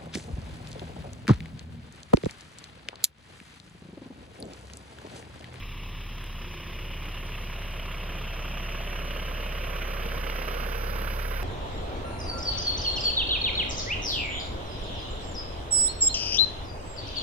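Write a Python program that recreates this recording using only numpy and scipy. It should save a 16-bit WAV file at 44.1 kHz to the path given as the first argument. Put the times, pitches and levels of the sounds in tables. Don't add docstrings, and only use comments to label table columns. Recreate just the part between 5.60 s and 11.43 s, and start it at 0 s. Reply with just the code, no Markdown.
import sys
import numpy as np
from scipy import signal
from scipy.fft import next_fast_len
from scipy.io import wavfile
from scipy.ndimage import uniform_filter1d

SR = 44100
rng = np.random.default_rng(int(sys.argv[2]) if len(sys.argv) > 2 else 0)


def log_audio(samples):
    frames = np.atleast_2d(samples).T
    limited = np.clip(frames, -1, 1)
    pcm = np.round(limited * 32767).astype(np.int16)
    wavfile.write(sys.argv[1], SR, pcm)


def convert_level_to_amplitude(level_db):
    exponent = np.asarray(level_db, float) / 20
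    return 10 ** exponent


N = 257103

# (time [s], firing rate [1/s])
FIRING = [(0.0, 33.97), (0.45, 34.75), (0.7, 34.09), (0.9, 32.12), (1.03, 31.24), (1.22, 33.52),
          (1.44, 34.41), (1.72, 33.52), (2.25, 33.9), (2.56, 33.11), (2.95, 33.91), (3.26, 33.4),
          (3.65, 33.83), (4.12, 33.62), (4.73, 33.32), (4.84, 32.21), (5.11, 33.87), (5.83, 33.99)]


def evened(x):
    return x / np.sqrt(np.mean(x ** 2) + 1e-20)


def along(table):
    s, *columns = np.transpose(table)
    return [np.interp(np.arange(N) / SR, s, c) for c in columns]


def across(table, hz):
    f, *columns = np.transpose(table)
    return np.array([np.interp(np.log(hz + 1), np.log(f + 1), c) for c in columns])


def spectra(x):
    return signal.stft(x, SR, nperseg=1024, noverlap=768)


def patches(shape, bins, frames):
    smooth = uniform_filter1d(rng.standard_normal(shape), bins, axis=0)
    return evened(uniform_filter1d(smooth, frames))


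def hump(at_s, rise_s, fall_s):
    since = np.arange(N) / SR - at_s
    return np.exp(-(since / np.where(since < 0, rise_s, fall_s)) ** 2)


def turned(at_s, width_s):
    return .5 + .5 * np.tanh((np.arange(N) / SR - at_s) / width_s)


def facing():
    return hump(4.8, 0.26, 0.26)


def snaps(low_hz=7000, high_hz=13000, fade_s=.0006):
    # (time [s], peak [dB], left-right [dB])
    cracks = [
        (0.641, -36, 3),
        (0.6636, -40, 4),
        (1.4554, -52, -1.5),
        (2.1291, -47, -2.0),
        (4.54, -41, -6.0),
        (4.6568, -47, -16),
    ]
    out, t = np.zeros((2, N + 400)), np.arange(400) / SR
    bright = signal.butter(3, [low_hz, high_hz], "band", fs=SR, output="sos")
    for s, db, pan_db in cracks:
        burst = rng.standard_normal((2, len(t))) * np.exp(-t / fade_s)
        crack = signal.sosfilt(bright, burst)
        port_db = db + np.array([[.5], [-.5]]) * pan_db
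        at = round(s * SR)
        out[:, at:at + len(t)] += convert_level_to_amplitude(port_db) * crack / abs(crack).max()
    return out[:, :N]


def knocks(turns, at=.36, rise=0.11, fall=0.4, spread_db=0.8, alike=0.75,
           tick_at=0.24, tick_fall=0.068, tick_size=1.24):
    cylinder_db = [-0.097, -0.075, -1.5, 0.75]
    tick_by_cylinder = [.3, 1, .35, .9]
    since = turns - at
    count = np.floor(since).astype(int) + 4
    cylinder = count % 4
    u = since % 1
    strength_db = np.take(cylinder_db, cylinder) + spread_db * rng.standard_normal(256)[count]
    shape = convert_level_to_amplitude(strength_db) * (1 - np.exp(-u / rise)) * np.exp(-u / fall)

    tick = (u > tick_at) * np.exp(-abs(u - tick_at) / tick_fall) * np.take(tick_by_cylinder, cylinder)
    tick_strength = 0.27 * turned(1.13, 0.63) + 0.71 * facing()
    tick = tick_size * tick * tick_strength * rng.uniform(0.52, 1, 256)[count]

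    habits, place = rng.standard_normal((5, 1310)), (u * 1310).astype(int)
    habit = np.sqrt(alike) * habits[4, place] + np.sqrt(1 - alike) * habits[cylinder, place]
    return evened((shape + tick) * rng.standard_normal(N)), evened(shape * habit)


def hollow(turns, steady=0.69):
    # (loudest time [s], rise [s], fall [s], pitch [Hz], rms [dB])
    hollows = [
        (.9, 0.065, 0.36, 350, -52),
        (3.5, 0.49, 0.51, 556, -51.5),
        (4.25, 0.27, .3, 566, -51.5),
        (4.92, 0.45, 0.44, 484, -46),
    ]
    looseness = [0, 1, 1, .3]
    new, habit = knocks(turns)
    drive, out = steady * habit + (1 - steady) * new, np.zeros(N)

    def ringing(turn, edge_hz):
        smoother = signal.butter(2, edge_hz, fs=SR, output="sos")
        return evened((turn * signal.sosfilt(smoother, drive / turn)).real)

    for (at_s, rise_s, fall_s, hz, db), wide in zip(hollows, looseness):
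        turn = np.exp(2j * np.pi * hz * np.arange(N) / SR)
        narrow, loose = ringing(turn, 15), ringing(turn, 100)
        ring = np.sqrt(1 - wide) * narrow + np.sqrt(wide) * loose
        out += convert_level_to_amplitude(db) * hump(at_s, rise_s, fall_s) * ring
    return out


def rattle(turns, hz):
    # (frequency [Hz], fresh knock share [0-1], repeated knock share [0-1], lag [ms])
    knock_share = [(121, 0.17, 0.05, 1), (297, 0.23, 0.05, 1), (517, 0.17, 0.25, 1), (1212, 0.32, 0.18, -1),
                   (2792, 0.28, 0.05, 1.5), (5130, 0.43, 0.04, 5.5), (8010, 0.22, 0.02, 3.5),
                   (11720, 0.26, 0, -1)]
    fresh, repeated, lag_ms = across(knock_share, hz)[..., None]
    fresh, repeated = np.clip([fresh, repeated], 0, .5)
    lag = np.exp(-2j * np.pi * np.cumsum(lag_ms / 1000, axis=0) * hz[1])
    new, habit = knocks(turns)
    knock = np.sqrt(fresh) * spectra(new)[2] + np.sqrt(repeated) * spectra(habit)[2]
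    rush = spectra(rng.standard_normal(N))[2]
    return lag * knock + np.sqrt(1 - fresh - repeated) * rush


def port_colour(place, hz):
    # (frequency [Hz], sum [dB], difference
    # [dB], likeness in step [-1..1], likeness a quarter turn off [-2..1])
    colour_ahead = [(114, -3.5, -16.5, -0.3, -0.7), (193, -8, -36, -0.57, -0.8),
                    (264, -11, -27, -0.56, -0.7), (350, -10, -23, -0.5, -0.65),
                    (490, -13, -25, -0.9, -0.59), (665, -14.5, -21, -0.65, -0.26),
                    (820, -18, -33, -0.7, -0.0), (1010, -9.5, -19, -0.7, -0.1),
                    (1200, -11.5, -31, -0.5, -0.3), (1360, -17.5, -21.5, -0.53, 0.0),
                    (1950, -13, -29, -0.64, 0.4), (2470, -9.5, -52, -0.1, 0.0), (2920, -9, -37, 0.0, -0.0),
                    (3600, -17, -32, 0.7, -0.1),
                    (4060, -21.5, -26, 0.6, -0.2), (4490, -32.5, -29, -0, -0.6),
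                  (5000, -21.5, -31, -0.6, -0.2), (5280, -29, -26, 0.1, 0.7), (5800, -30.5, -22, 0.7, 0.3),
                  (6200, -40, -25, 0.3, -0.1), (7300, -48, -37, 0.0, -0.3), (8250, -44.5, -36, -0.3, 0.2),
                  (9200, -46.5, -35, -0.3, 0.1), (10830, -30, -37, -0.8, 0.2), (11600, -36, -38, -0, -0.2),
                  (12600, -34, -33, -0.0, -0.2), (14100, -36.5, -37, -0.3, 0.2),
                  (15500, -31, -33, -0.3, 0.2)]
    colour_near = [(119, -3, -23, -0.37, -0.92), (193, -3, -49, -0.44, -1.6), (260, -9.5, -20, -0.1, -0.9),
                   (350, -6.5, -23, -0.3, -0.36), (487, -6, -11, -0.35, -0.73),
                   (650, -3, -10.5, -0.59, -0.36), (767, -12, -15, -0.8, -0.4),
                   (1080, -5.5, -11, -0.61, -0.3), (1220, -6.5, -10.5, -0.86, -0.5),
                   (1380, -9, -8.5, -0.75, -0.0), (1900, -9, -17.5, -0.7, 0.3),
                   (2430, -4.5, -18.5, -0.57, -0.0), (2980, -4.5, -28, -0.0, -0.2),
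                   (3505, -16, -21, 0.72, -0.3),
                   (4150, -24, -21, 0.2, -0.5), (4570, -27, -23, -0.3, -0.7), (5010, -22, -24, -0.3, -0.3),
                 (5280, -31, -28, -0.2, 0.4), (5520, -31.5, -21, -0.2, 0.1), (5650, -31, -14.5, -0.2, 0.2),
                 (6800, -40.5, -30, -0.3, 0.3), (8150, -41.5, -33, -0.3, 0.3), (9330, -38, -37, -0.1, 0.2),
                 (10700, -28, -39, -0.6, 0.0), (11700, -31, -28, -0.7, -0.2), (12600, -30, -32, -0.6, 0.1),
                 (14000, -26.5, -43, -0.3, -0.1), (15400, -33, -23, -0.4, -0.0)]
    colour_abreast = [(119, -3, -30, -0.1, -0.97), (193, -2.5, -35, -0.22, -1.8),
                      (280, -5.5, -21, 0.11, -0.9), (350, -5.5, -14, 0.18, -0.67),
                      (490, 2, 3, -0.34, -0.81), (621, -1, 0, -0.64, -0.34), (737, -9, -8, -0.53, -0.6),
                      (1060, -3, -2.5, -0.98, -0.3), (1250, -3, -1, -1, -0.41),
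                      (1570, -2.5, -0.5, -0.8, -0.17), (1870, -6, -9, -0.77, 0.1),
                      (2310, -6, -8, -0.81, -0.0), (2880, -7.5, -18, -0.47, -0.33),
                      (3580, -15.5, -15.5, -0.36, -0.7),
                      (4120, -19.5, -16, -0.68, -0.5), (4460, -23.5, -19, -0.7, -0.3),
                    (5060, -14.5, -19, -0.4, -0.5), (5240, -32, -17, -0.22, 0.1),
                    (5760, -19.5, -16, -0.89, 0.1), (6160, -28.5, -22, -0.68, 0.1),
                    (7100, -40, -37, -0.0, 0.3), (8200, -40, -32, -0.5, -0.2), (9300, -37, -31, -0.2, 0.5),
                    (10800, -20.5, -27, -0.94, 0.1), (11700, -21, -26, -0.71, -0.0),
                    (12600, -20.5, -22, -0.8, -0.1), (14000, -19, -21, -0.86, -0.0),
                    (15500, -25, -22, -0.6, -0.3)]
    ahead = across(colour_ahead, hz)[..., None]
    near = across(colour_near, hz)[..., None]
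    abreast = across(colour_abreast, hz)[..., None]
    return near + np.minimum(place - 1, 0) * (near - ahead) + np.maximum(place - 1, 0) * (abreast - near)


def engine_bay(turns, flicker_db=0.88, drift_db=1.0, base_db=-25):
    # (time [s], place [0 ahead, 1 near, 2 abreast])
    path = [
        (0, -0.31),
        (.5, -0.15),
        (1.6, 0.53),
        (2.6, 0.65),
        (3.2, 1.01),
        (4, 1.3),
        (5.3, 1.94),
        (5.83, 1.87),
    ]
    hz, t, _ = spectra(turns)
    direct, stray = rattle(turns, hz), rattle(turns, hz)
    frame = np.minimum(t * SR, N - 1).astype(int)
    place = along(path)[0][frame]
    shade_db = (0.5 * facing() - 2.5 * turned(5.12, 0.11))[frame]
    shaded = np.clip(hz / 2000, 0, 1) / (1 + (hz / 4000) ** 4)
    load_db = 0.96 + shade_db * shaded[:, None]

    sum_db, difference_db, in_step, off_step = port_colour(place, hz)
    like = 1.21 * (in_step + 1j * off_step)
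    like /= np.maximum(abs(like) / .98, 1)
    drift = patches(direct.shape, 4, 90)
    flicker = patches(direct.shape, 30, 4)
    bass_cut_db = 18 * np.clip(1 - hz / 65, 0, 1)[:, None]
    common = convert_level_to_amplitude(base_db + load_db + drift_db * drift + flicker_db * flicker - bass_cut_db)
    mid = common * convert_level_to_amplitude(sum_db) * direct
    side = common * convert_level_to_amplitude(difference_db) * (like * direct + np.sqrt(1 - abs(like) ** 2) * stray)
    ports = np.array([mid + side, mid - side])
    return signal.istft(ports, SR, nperseg=1024, noverlap=768)[1][:, :N]


def third_order_view():
    hidden_db = -13 * np.maximum(np.arange(N) / SR - 4.0, 0)
    return hidden_db + turned(5.12, .03) * (5.5 - hidden_db)


def exhaust(turns, idle_per_s=33.6):
    # (multiple of the firing rate [1], rms at start [dB], middle [dB], end [dB],
    # loss by squared lugging [dB/Hz^2])
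    strong_orders = [(1, -39, -35, -31.5, 1.4), (2, -51.5, -43.5, -39.5, 0.8),
                     (3, -50.5, -49.5, -50.5, 0.5), (5, -61, -54, -56.5, 0), (4, -52.5, -51, -59.5, 2)]
    # (multiple of the firing rate [1], rms at start [dB], middle [dB], end [dB])
    weak_orders = [(2.6, -48, -51, -61), (4.5, -74, -61, -60), (5.5, -66, -56, -64), (5.75, -76, -61, -64),
                   (6, -65, -66, -56), (7, -60, -60, -65), (9, -67, -66, -61), (10, -70, -63, -62),
                   (11, -67, -62, -58)]
    # (frequency [Hz], width [Hz], boost [dB])
    panel = (158, 9, 11)
    panel_hz, width_hz, boom_db = panel
    out, late = np.zeros(N), np.arange(N) / N
    rate = along(FIRING)[0]
    lug = np.maximum(idle_per_s - rate, 0) ** 2

    orders = []
    for k, *db, lost_db in strong_orders:
        order_db = np.interp(late, [0, .5, 1], db) - lost_db * lug
        if k == 3:
            order_db = order_db + third_order_view()
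        orders.append((k, order_db))
    orders += [(k, np.interp(late, [0, .5, 1], db)) for k, *db in weak_orders]

    for k, db in orders:
        waver = evened(np.interp(late, np.linspace(0, 1, 40), rng.standard_normal(40)))
        lag = k * (k - 1) + .02 * (k - 1) * waver
        boom = boom_db / (1 + (2 * (k * rate - panel_hz) / width_hz) ** 2)
        level_db = db + boom + .14 * (k - 1) * waver
        out += np.sqrt(2) * convert_level_to_amplitude(level_db) * np.cos(2 * np.pi * k * turns - lag)
    return out


def scene():
    turns = -.405 + np.cumsum(along(FIRING)[0]) / SR
    hum = exhaust(turns)
    late = np.linspace(3, 14, N) * np.gradient(hum)
    ring = hollow(turns)
    quarter = np.imag(signal.hilbert(ring, next_fast_len(N))[:N])
    aside = np.linspace(.1, 1.1, N) * (0.97 * quarter - .4 * ring)
    middle = np.array([hum - late + ring + aside, hum + late + ring - aside])
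    return middle + engine_bay(turns) + snaps()


def top_cut(x):
    return signal.sosfilt(signal.butter(12, 15710, fs=SR, output="sos"), x)


def record(dry):
    edge = signal.firwin(255, 15750, window=("kaiser", 9), fs=SR)
    mix = signal.oaconvolve(dry, edge[None], "same") - .0008
    return top_cut(mix)


dry = scene()
out = record(dry)
log_audio(out)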